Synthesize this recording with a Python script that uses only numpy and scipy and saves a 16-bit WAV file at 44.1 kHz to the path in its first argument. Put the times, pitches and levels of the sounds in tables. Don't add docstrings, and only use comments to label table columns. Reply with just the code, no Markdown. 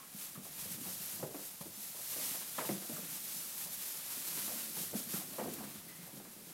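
import sys
import numpy as np
from scipy import signal
from scipy.fft import rfft, irfft
from scipy.io import wavfile
from scipy.ndimage import uniform_filter1d

SR = 44100
rng = np.random.default_rng(int(sys.argv[2]) if len(sys.argv) > 2 else 0)


def waveform_to_disk(signal):
    frames = np.transpose(np.atleast_2d(signal))
    scaled = np.clip(frames, -1, 1) * 32767
    samples = np.round(scaled).astype(np.int16)
    wavfile.write(sys.argv[1], SR, samples)


def voltage_ratio(level):
    return 10 ** (np.asarray(level, float) / 20)


N = 287958


# freq_hz, density_db
FINE_SPECTRUM = [(1470, -9.5), (2500, -5), (6300, 0), (9000, 1.5), (12000, 5), (14000, 2), (16000, -3)]
# freq_hz, density_db
COARSE_SPECTRUM = [(300, -4), (700, -2), (1200, 1), (2000, 1.5), (3200, -1.5), (4500, -1), (7000, -11.5)]


def straw():
    fine_db, coarse_db = stir()
    fine = evened(colour(snaps(per_s=14000, spread_db=1.5), FINE_SPECTRUM))
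    coarse = evened(colour(snaps(per_s=5000, spread_db=3.0), COARSE_SPECTRUM))
    clumps_db = 0.68 * lumps(count=400) + 0.5 * lumps(count=1600)
    coarse_gain = voltage_ratio(coarse_db - 1.0 + 1.76 * lumps(count=1500))
    return voltage_ratio(fine_db + clumps_db) * (fine + coarse_gain * coarse)


# time_s, crackle_db, thick_stalks_db (against the crackle)
SHUFFLE = [(0.0, -59.5, -13), (0.4, -61, -12), (0.8, -56, -16.5), (1.27, -57, -13), (1.45, -54, -26),
           (1.69, -52, -17), (2.05, -44, -17.5), (2.46, -45.5, -11.5), (2.81, -51.5, -12),
           (3.2, -49, -14.5), (3.7, -47, -15.5), (4.2, -45.5, -13), (4.66, -44.5, -14),
           (4.92, -47.5, -16.5), (5.3, -48, -13), (5.78, -52.5, -4), (5.85, -58, -6.5), (6.53, -62.5, -11)]
# height_s, crackle_db, half_length_s
DRAGS = [(0.226, -45, 0.072), (.35, -52, 0.041), (0.468, -51, 0.042), (0.608, -45, 0.094),
         (0.724, -44, 0.047), (0.887, -44, 0.091), (1.082, -43.5, 0.17), (1.447, -47, 0.071),
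         (1.618, -48.5, 0.012), (1.856, -48, 0.053), (2.252, -39.5, 0.15), (2.662, -42.5, 0.13),
         (2.903, -46.5, 0.11), (3.01, -48, 0.095), (3.152, -43.5, 0.065), (3.253, -45, 0.019),
         (3.378, -44.5, 0.17), (3.618, -43, 0.053), (3.74, -44, 0.029), (3.866, -43, 0.079),
         (4.145, -45, 0.075), (4.29, -44, 0.028), (4.42, -41.5, 0.21), (4.81, -39.5, 0.062),
         (4.987, -44.5, 0.046), (5.15, -39.5, 0.051), (5.364, -51, 0.035), (5.547, -51, 0.026),
         (5.893, -52.5, 0.016), (6.054, -54, 0.043),
         (.14, -61, .03), (0.454, -50, .02), (0.603, -48, .02), (.92, -47, 0.029), (1.066, -49, .02),
          (1.36, -51, 0.032), (1.5, -53, .02), (1.585, -60, 0.022), (1.78, -52, .02), (2.126, -44, 0.032),
          (2.264, -42.5, 0.027), (2.59, -45, 0.035), (2.88, -56, .02), (3.145, -50, .02), (3.483, -48, .02),
          (3.973, -43.5, .02), (4.05, -48, .02), (4.593, -44, 0.055), (4.66, -47, .02), (4.788, -46, .02),
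          (4.978, -41.5, .02), (5.05, -49, 0.026), (5.202, -45.5, 0.025), (5.542, -48, .005),
          (5.646, -54, .02), (5.97, -55, .02), (6.13, -60, .012), (6.172, -53, .025), (6.328, -57, .025),
          (6.5, -54.5, .04)]


def stir():
    base_db, coarse_db = follow(SHUFFLE)
    fine_db = 10 * np.log10(voltage_ratio(2 * base_db) + swells(DRAGS))
    slow_db = uniform_filter1d(fine_db, size=3000)
    return fine_db, coarse_db + slow_db - fine_db


# height_s, peak_db
BREAKS = [(0.0694, -42), (0.1637, -36), (0.1764, -34), (0.2985, -33), (0.4677, -35), (0.5226, -37),
          (0.7191, -31), (0.7355, -32), (0.8151, -33), (1.0382, -30), (1.0616, -27), (1.3543, -36),
          (1.4755, -32), (1.5396, -37), (1.6115, -34), (1.8082, -33), (2.699, -30), (2.9315, -31),
          (3.0022, -33), (3.1434, -28), (3.2436, -28), (3.5797, -26), (3.8035, -32), (3.9107, -32),
          (4.1045, -30), (4.6406, -30), (4.9661, -29), (5.1067, -31), (5.1766, -27), (5.2785, -32),
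          (5.313, -37), (5.5376, -26), (5.6271, -37), (5.7022, -33), (5.7437, -38), (5.8849, -38),
          (6.0656, -39), (6.0782, -39), (6.1325, -42), (6.3912, -43)]


def breaks():
    out = np.zeros(N)
    cycles = 1.25
    for (s, peak_db), hz in zip(BREAKS, rng.uniform(12000, 14000, len(BREAKS))):
        add(out, s - cycles / hz, tap(peak_db - 0.6, hz, cycles))
    return out


def hooves():
    return patter() + landings() + blows() + contacts()


# start_s, peak_db, pitch_hz, t60_s, slips_db (against the peak)
THUDS = [(0.145, -42.5, 196, 0.025, -14), (0.373, -41, 169, 0.027, -6.5), (0.812, -43, 268, 0.027, -11),
         (0.851, -51.5, 197.6, 0.24, -7), (1.188, -55, 159, 0.05, 7), (1.227, -37.5, 154, 0.056, -8),
         (1.344, -42.5, 315, 0.038, -3.5), (1.607, -41, 177, 0.027, -27), (1.656, -45.5, 337, 0.027, -2),
         (2.583, -50.5, 268, 0.091, 0), (2.646, -51, 203, 0.11, 1), (2.69, -33, 325, 0.063, 1.5),
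         (2.895, -37, 273, 0.018, -4.5), (3.023, -46, 173, 0.062, -3), (4.77, -56, 182, 0.048, 8.5),
         (4.932, -47.5, 374, 0.029, 5), (4.95, -32, 218, 0.031, -20), (5.139, -34, 194, 0.026, -8),
         (5.38, -52, 330, 0.041, 11), (5.419, -45, 243, 0.034, 6), (5.456, -42, 244, 0.035, 5.5),
         (5.481, -51, 358, 0.031, -19), (5.593, -41.5, 219, 0.1, -9), (6.127, -52, 196, 0.037, 4)]
# start_s, peak_db, pitch_hz
MORE_THUDS = [(0.35, -47, 221), (0.621, -49, 150), (0.656, -47, 186), (0.739, -46, 131), (0.775, -45, 193),
              (1.001, -51, 170), (1.136, -53, 207), (1.258, -44, 394), (1.39, -53, 294), (1.774, -48.5, 206),
              (2.31, -52.5, 258), (2.718, -42, 186), (2.749, -48, 188), (2.927, -42.5, 154), (2.984, -44, 210),
              (3.359, -56, 236), (3.652, -49, 169), (4.17, -51.5, 264), (4.369, -50, 314), (4.49, -56, 198),
              (4.555, -45.5, 236), (4.81, -46.5, 169), (4.999, -50, 250), (5.068, -47, 208), (5.513, -45, 233),
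              (5.63, -48, 274), (5.741, -52, 158), (5.984, -46.5, 172), (6.03, -49.5, 172), (6.169, -47, 189)]


def landings():
    out = np.zeros(N)
    for s, *fall in THUDS:
        add(out, s, thud(*fall))
    for s, peak_db, hz in MORE_THUDS:
        add(out, s, thud(peak_db, hz, t60=0.043, slips_db=-9))
    return out


def thud(peak_db, hz, t60, slips_db):
    t = np.arange(SR // 4) / SR
    decay = voltage_ratio(-60 * t / np.clip(t60, 0.02, 0.4))
    push = t * decay * np.sin(2 * np.pi * hz * t * (1 - 0.55 * t))
    mutter = ground(slips(t60=0.16), rng.uniform(0.923, 1.22))
    return peaked(push, peak_db - 0.8) + peaked(mutter, peak_db + slips_db)


# start_s, peak_db, pitch_hz, crack_db (against the peak)
KNOCKS = [(0.0, -57, 1068, 9), (0.029, -57.5, 1150, 7), (0.351, -57, 1170, 8.5), (0.654, -47, 546, -9),
          (0.889, -52, 563, -2), (1.196, -47, 706, -4), (1.227, -33.5, 526, -20), (1.238, -42.5, 497, -26),
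          (1.344, -42.5, 552, -6), (1.608, -47, 565, -5), (1.659, -47, 516, -11), (1.988, -50, 480, -7),
          (2.581, -35, 614, -0.5), (2.585, -43, 1330, 3), (2.59, -35.5, 910, -12), (2.609, -38.5, 623, -17),
          (2.69, -36, 520, -8), (2.966, -45.5, 1210, -15), (2.98, -46, 555, -11), (4.373, -45, 960, -7),
          (4.478, -42.5, 543, -5), (4.932, -40.5, 423, -10), (5.136, -48.5, 430, 7.5),
          (5.383, -35, 473, -11), (5.399, -35, 775, -11), (5.453, -50, 463, -17), (5.584, -49, 1193, 0),
          (5.64, -54, 815, -5), (5.672, -53, 418, -5), (6.25, -56.5, 610, 3)]
# start_s, peak_db, pitch_hz
NUDGES = [(0.449, -47.5, 654), (0.854, -49, 785), (1.269, -50, 423), (1.309, -51, 553), (1.389, -46, 497),
          (1.945, -50, 480), (2.161, -43.5, 493), (2.198, -54, 563), (2.34, -47, 623), (2.645, -43, 850),
          (2.719, -47, 700), (2.821, -46.5, 536), (2.892, -53, 516), (2.925, -51, 590), (3.657, -50, 553),
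          (4.509, -48, 596), (4.767, -50, 654), (4.939, -45, 710), (5.198, -52, 730), (5.328, -48, 655),
          (5.389, -50, 1350), (5.419, -47, 573), (5.439, -43, 470), (5.46, -50, 1050), (5.478, -61, 416),
          (5.5, -51, 795), (5.605, -45.5, 700), (5.63, -49, 880), (6.074, -51.5, 755), (6.198, -48.5, 730)]


def blows():
    out = np.zeros(N)
    for s, peak_db, hz, crack_db in KNOCKS:
        add(out, s, knock(peak_db, hz, crack_db, t60=0.13))
    for s, peak_db, hz in NUDGES:
        add(out, s, knock(peak_db, hz, crack_db=-11, t60=0.18))
    return out


# freq_hz, width_hz, gain_db
BOARD_MODES = [(403, 160, -4), (589, 47, 13), (610, 200, 7), (740, 170, -6), (820, 61, -7)]
# freq_hz, width_hz, gain_db
TUB_MODES = [(1050, 240, 8), (1330, 240, 8.5), (1610, 460, 3.5), (2100, 380, 5), (2840, 1400, -1.5)]


def knock(peak_db, hz, crack_db, t60):
    blow = slips(t60)
    blow[60] += 9.5
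    board = ring(blow, hz, 100) + 0.53 * body(blow, BOARD_MODES, rng.uniform(0.704, 1.162))
    board = ring(board, hz, 1000)
    crack = ring(body(slips(1.53 * t60), TUB_MODES), 1630, 1900)
    return peaked(board, peak_db + 0.5) + peaked(crack, peak_db + crack_db - 0.5)


# height_s, peak_db, pitch_hz
BOUNCES = [(0.687, -56, 220), (0.712, -49, 180), (0.779, -54, 298), (0.79, -55, 220), (0.865, -47, 190),
           (0.874, -49, 330), (0.935, -55, 193), (1.218, -57, 180), (1.262, -54, 200), (1.236, -36, 336),
           (1.358, -45, 322), (2.655, -48, 198), (2.696, -45, 328), (2.702, -46, 370), (2.713, -42, 368),
           (2.74, -45, 219), (2.751, -40, 181), (2.76, -49, 370), (2.784, -54, 330), (2.822, -53, 370),
           (2.836, -54, 370), (2.971, -51, 256), (4.36, -54, 370), (4.435, -59, 250), (4.535, -51, 220),
           (4.934, -40, 367), (4.976, -41, 238), (4.834, -51, 370), (5.004, -52, 220), (5.023, -50, 220),
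           (5.077, -56, 220), (5.139, -40, 380), (5.153, -56, 370), (5.166, -49, 180), (5.18, -43.5, 171),
           (5.192, -48, 323), (5.457, -50, 270), (5.484, -40, 370), (5.583, -48, 272), (5.605, -54, 200),
           (5.624, -52, 248), (5.63, -47, 370), (5.649, -53, 270), (5.675, -51, 338), (5.747, -54, 173),
           (5.755, -46.5, 222), (6.169, -50, 272), (6.2, -53, 334), (6.213, -48.5, 340)]
# height_s, peak_db, pitch_hz
RATTLES = [(0.364, -53, 1100), (1.242, -57, 610), (1.255, -48, 450), (1.276, -54, 670), (1.292, -54, 744),
           (1.362, -50, 570), (1.614, -49, 1000), (1.967, -54, 1090), (2.134, -51, 1110),
           (2.141, -51, 1230), (2.177, -57, 610), (2.185, -52, 1230), (2.197, -56, 1230), (2.2, -47, 610),
           (2.288, -59, 1360), (2.42, -53, 1010), (2.61, -47, 1230), (2.626, -47, 820), (2.647, -48, 1020),
           (2.661, -47, 820), (2.678, -48, 1230), (2.703, -43, 560), (2.719, -49, 610), (2.73, -48, 610),
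           (2.74, -51, 670), (2.853, -50, 725), (2.902, -56, 910), (2.926, -49, 680), (2.966, -47, 1350),
           (2.983, -48, 610), (4.29, -55, 1230), (4.307, -57, 1110), (4.328, -51, 1010), (4.375, -52, 905),
           (4.501, -47, 610), (4.504, -54, 1360), (4.518, -48, 610), (4.769, -51, 1360), (4.769, -48, 820),
           (4.958, -54, 550), (4.988, -55, 490), (5.002, -59, 1360), (5.007, -54, 550), (5.148, -47, 1360),
           (5.164, -51, 820), (5.17, -50, 1230), (5.218, -46, 730), (5.527, -48, 420), (5.39, -42, 428),
           (5.426, -43, 820), (5.433, -50, 550), (5.463, -48, 1010), (5.466, -48, 494), (5.481, -44, 725),
           (5.495, -54, 560), (5.618, -51, 744), (5.648, -55, 1010), (5.763, -55, 1110),
           (1.232, -52, 1900), (1.234, -51, 850), (1.311, -52, 420), (1.332, -54, 570), (2.583, -42, 3300),
          (2.588, -31.5, 1330), (2.594, -41, 2500), (2.595, -36, 960), (2.6, -44, 3600), (2.692, -39, 2100),
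          (2.692, -47, 2900), (2.695, -45, 710), (2.709, -46, 457), (2.712, -45, 700), (2.728, -53, 800),
          (2.653, -45, 890), (1.285, -48, 520), (1.296, -55, 430), (5.476, -51, 478), (5.385, -45, 1050),
          (5.395, -46, 1900), (5.399, -47, 2900), (5.407, -47, 2200), (5.417, -49, 1800),
          (5.435, -48, 1200), (5.445, -49, 1500), (5.588, -52, 990), (5.6, -54, 1300), (5.61, -56, 940),
          (5.625, -54, 1197), (5.635, -56, 1600), (5.655, -52, 1300), (5.675, -57, 950)]


def contacts():
    out = np.zeros(N)
    for rows, cycles in (BOUNCES, 1.076), (RATTLES, 1.803):
        for s, peak_db, hz in rows:
            add(out, s - cycles / hz, tap(peak_db, hz, cycles))
    return out


# time_s, level_db
PATTER = [(0.15, -66), (0.62, -58.5), (0.9, -56), (0.97, -66), (1.27, -52), (1.44, -91), (2.07, -70),
          (2.25, -54.5), (2.7, -75), (2.85, -60), (3.47, -60.5), (4.16, -74), (4.29, -55.5), (4.49, -54),
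          (5.44, -55), (5.58, -48.5), (5.8, -57), (6.53, -56)]


def patter():
    level_db, = follow(PATTER)
    pushes = ground(snaps(per_s=600, spread_db=4.5))
    return voltage_ratio(level_db - 4.5) * evened(ring(pushes, 290, 500))


# freq_hz, width_hz, gain_db
GROUND_MODES = [(121, 41, -5.5), (155.3, 45, 3), (212, 44, 2), (252, 38, 0.5), (326, 74, -3.5),
                (553, 133, -9.5)]


def ground(x, detune=1):
    return body(x, GROUND_MODES, detune)


# time_s, level_db, fold_rate_hz
CRY = [
    (5.86, -82, 157),
    (5.89, -62.5, 155.5),
    (5.93, -64.5, 153.5),
    (5.97, -71, 154),
    (6.0, -66.5, 165),
    (6.04, -70, 158.5),
    (6.08, -77, 164),
]


def cry():
    level_db, fold_hz = follow(CRY)
    turns = np.cumsum(fold_hz * (1 + 0.006 * lumps(count=350))) / SR
    harmonics = [(12, -8), (13, 0), (14, -13)]  # number, dB
    folds = sum(voltage_ratio(db) * np.cos(2 * np.pi * k * turns) for k, db in harmonics)
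    breath = ring(ring(rng.standard_normal(N), 2030, 300), 2030, 300)
    t = np.arange(N) / SR
    sounding = (t > CRY[0][0]) * (t < CRY[-1][0])
    return voltage_ratio(level_db) * evened(folds + 1.5 * breath) * sounding


# freq_hz, t60_s
SHED_DECAY = [(150, 0.33), (500, 0.44), (2000, 0.12), (8000, 0.032), (16000, 0.22)]


def shed(x):
    hz, t, z = signal.stft(rng.standard_normal((3, SR // 3)), SR, nperseg=256)
    decay = voltage_ratio(-60 * t / read(SHED_DECAY, hz)[:, None])
    tails = signal.istft(z * decay, SR, nperseg=256)[1]
    tails[:, :300] = 0
    phase = 2 * np.pi * (np.arange(3)[:, None] / 3 + 2.3 * np.arange(N) / SR)
    shares = np.cos(phase) * np.sqrt(2 / 3)
    tails = tails / np.linalg.norm(tails[0])
    return signal.fftconvolve(x * shares, tails, axes=1)[:, :N].sum(0)


# height_s, level_db
GUSTS = [(.44, -74), (.63, -62), (.85, -67), (1.05, -77), (1.24, -67.5), (1.64, -68), (1.92, -78),
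         (2.17, -71), (2.7, -84), (3.6, -71), (3.8, -76), (4.1, -81), (4.46, -73), (4.8, -72), (4.95, -63),
         (5.13, -74), (5.381, -72), (5.56, -63), (5.8, -72), (6.1, -74), (6.4, -81)]


def draught():
    idle_db, half_length_s = -80.5, 0.1
    level = np.sqrt(voltage_ratio(2 * idle_db) + swells([(s, db, half_length_s) for s, db in GUSTS]))
    return level * evened(ring(ring(rng.standard_normal(N), 100, 55), 100, 55))


# freq_hz, density_db
AIR_SPECTRUM = [(12, -6), (22, -7.5), (42, -25), (75, -26), (125, -1), (200, 3), (385, -9.5), (670, -5.5),
                (1300, -8.5), (2400, -9.5), (7000, -8), (11900, -3.5), (14000, -8.5), (16000, -8)]


def quiet_air():
    return voltage_ratio(-54) * evened(colour(rng.standard_normal(N), AIR_SPECTRUM))


def snaps(per_s, spread_db):
    chance, size, sign = rng.random(N), rng.exponential(1, N), rng.choice([-1., 1.], N)
    return (chance < per_s / SR) * sign * voltage_ratio(spread_db * np.minimum(size, 4))


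def slips(t60):
    t = np.arange(SR // 4) / SR
    rise = np.minimum(t / 0.00093, 1)
    return rng.standard_normal(len(t)) * voltage_ratio(-60 * t / np.clip(t60, 0.02, 0.6)) * rise


def tap(peak_db, hz, cycles):
    turns = np.arange(round(8 * cycles * SR / hz)) * hz / SR
    swell = turns / cycles * np.exp(1 - turns / cycles)
    return voltage_ratio(peak_db) * swell * np.sin(2 * np.pi * turns)


def ring(x, hz, width):
    r = np.exp(-np.pi * width / SR)
    return 2 * signal.lfilter([1 - r], [1, -r * np.exp(2j * np.pi * hz / SR)], x + 0j).real


def body(x, modes, detune=1):
    return sum((-1) ** k * voltage_ratio(db) * ring(x, hz * detune, width) for k, (hz, width, db) in enumerate(modes))


def swells(rows):
    t = np.arange(0, N + 64, 64) / SR
    fall_db = 7.5
    power = sum(voltage_ratio(2 * (db - fall_db * ((t - s) / half) ** 2)) for s, db, half in rows)
    return np.interp(np.arange(N) / SR, t, power)


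def lumps(count):
    return evened(uniform_filter1d(uniform_filter1d(rng.standard_normal(N), count), count))


def colour(x, points):
    return irfft(rfft(x) * voltage_ratio(read(points, np.fft.rfftfreq(len(x), 1 / SR))), len(x))


def read(points, hz):
    f, value = np.transpose(points)
    return np.interp(np.log(hz + 1), np.log(f + 1), value)


def follow(rows):
    s, *columns = np.transpose(rows)
    return [np.interp(np.arange(N) / SR, s, c) for c in columns]


def evened(x):
    return x / np.sqrt(np.mean(x ** 2) + 1e-20)


def peaked(x, db):
    return voltage_ratio(db) * x / abs(x).max()


def add(mix, s, sound):
    part = mix[round(s * SR):][:len(sound)]
    part += sound[:len(part)]


def scene():
    steps, rustle = hooves(), straw() + breaks()
    near = steps + rustle + cry() + shed(voltage_ratio(-13.5) * (steps + rustle))
    no_bass = signal.butter(4, 110, "highpass", fs=SR, output="sos")
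    near = signal.sosfilt(no_bass, near)
    return np.tile(near + quiet_air() + draught(), (2, 1))


def low_pass(x):
    return signal.sosfilt(signal.butter(12, 15940, fs=SR, output="sos"), x)


# height_s, bands
SPLITS = [(.018, 1), (.037, 1), (.873, 1), (.896, 1), (1.639, 1), (1.755, 2), (2.127, 2), (2.382, 2),
          (2.986, 2), (3.009, 1), (3.38, 3), (3.404, 3), (3.705, 3), (4.82, 1), (5.261, 1), (6.051, 1),
          (6.515, 1)]
# freq_hz, gain_db
TOP_EDGE = [(15900, 0), (15960, -90)]


def record(dry):
    side, hz = np.zeros(N + 4096), np.fft.rfftfreq(2048, 1 / SR)
    padded, window = np.pad(dry[0], 2048), np.sin(np.pi * np.arange(2048) / 2048)
    for s, bands in SPLITS:
        at = round(s * SR) + 1024
        place = (np.arange(bands) + rng.random(bands)) / bands
        low_hz = np.interp(place, [0, 1], [4200, 14400])[:, None]
        inside = ((hz > low_hz) & (hz < low_hz + 1650)).any(0)
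        band = abs(rfft(padded[at:at + 2048])) * inside
        side[at:at + 2048] += window * irfft(band * np.exp(2j * np.pi * rng.random(len(hz))))
    side = voltage_ratio(-3) * side[2048:-2048]
    return low_pass(np.array([colour(x, TOP_EDGE) for x in dry + [side, -side]]))


dry = scene()
out = record(dry)
waveform_to_disk(out)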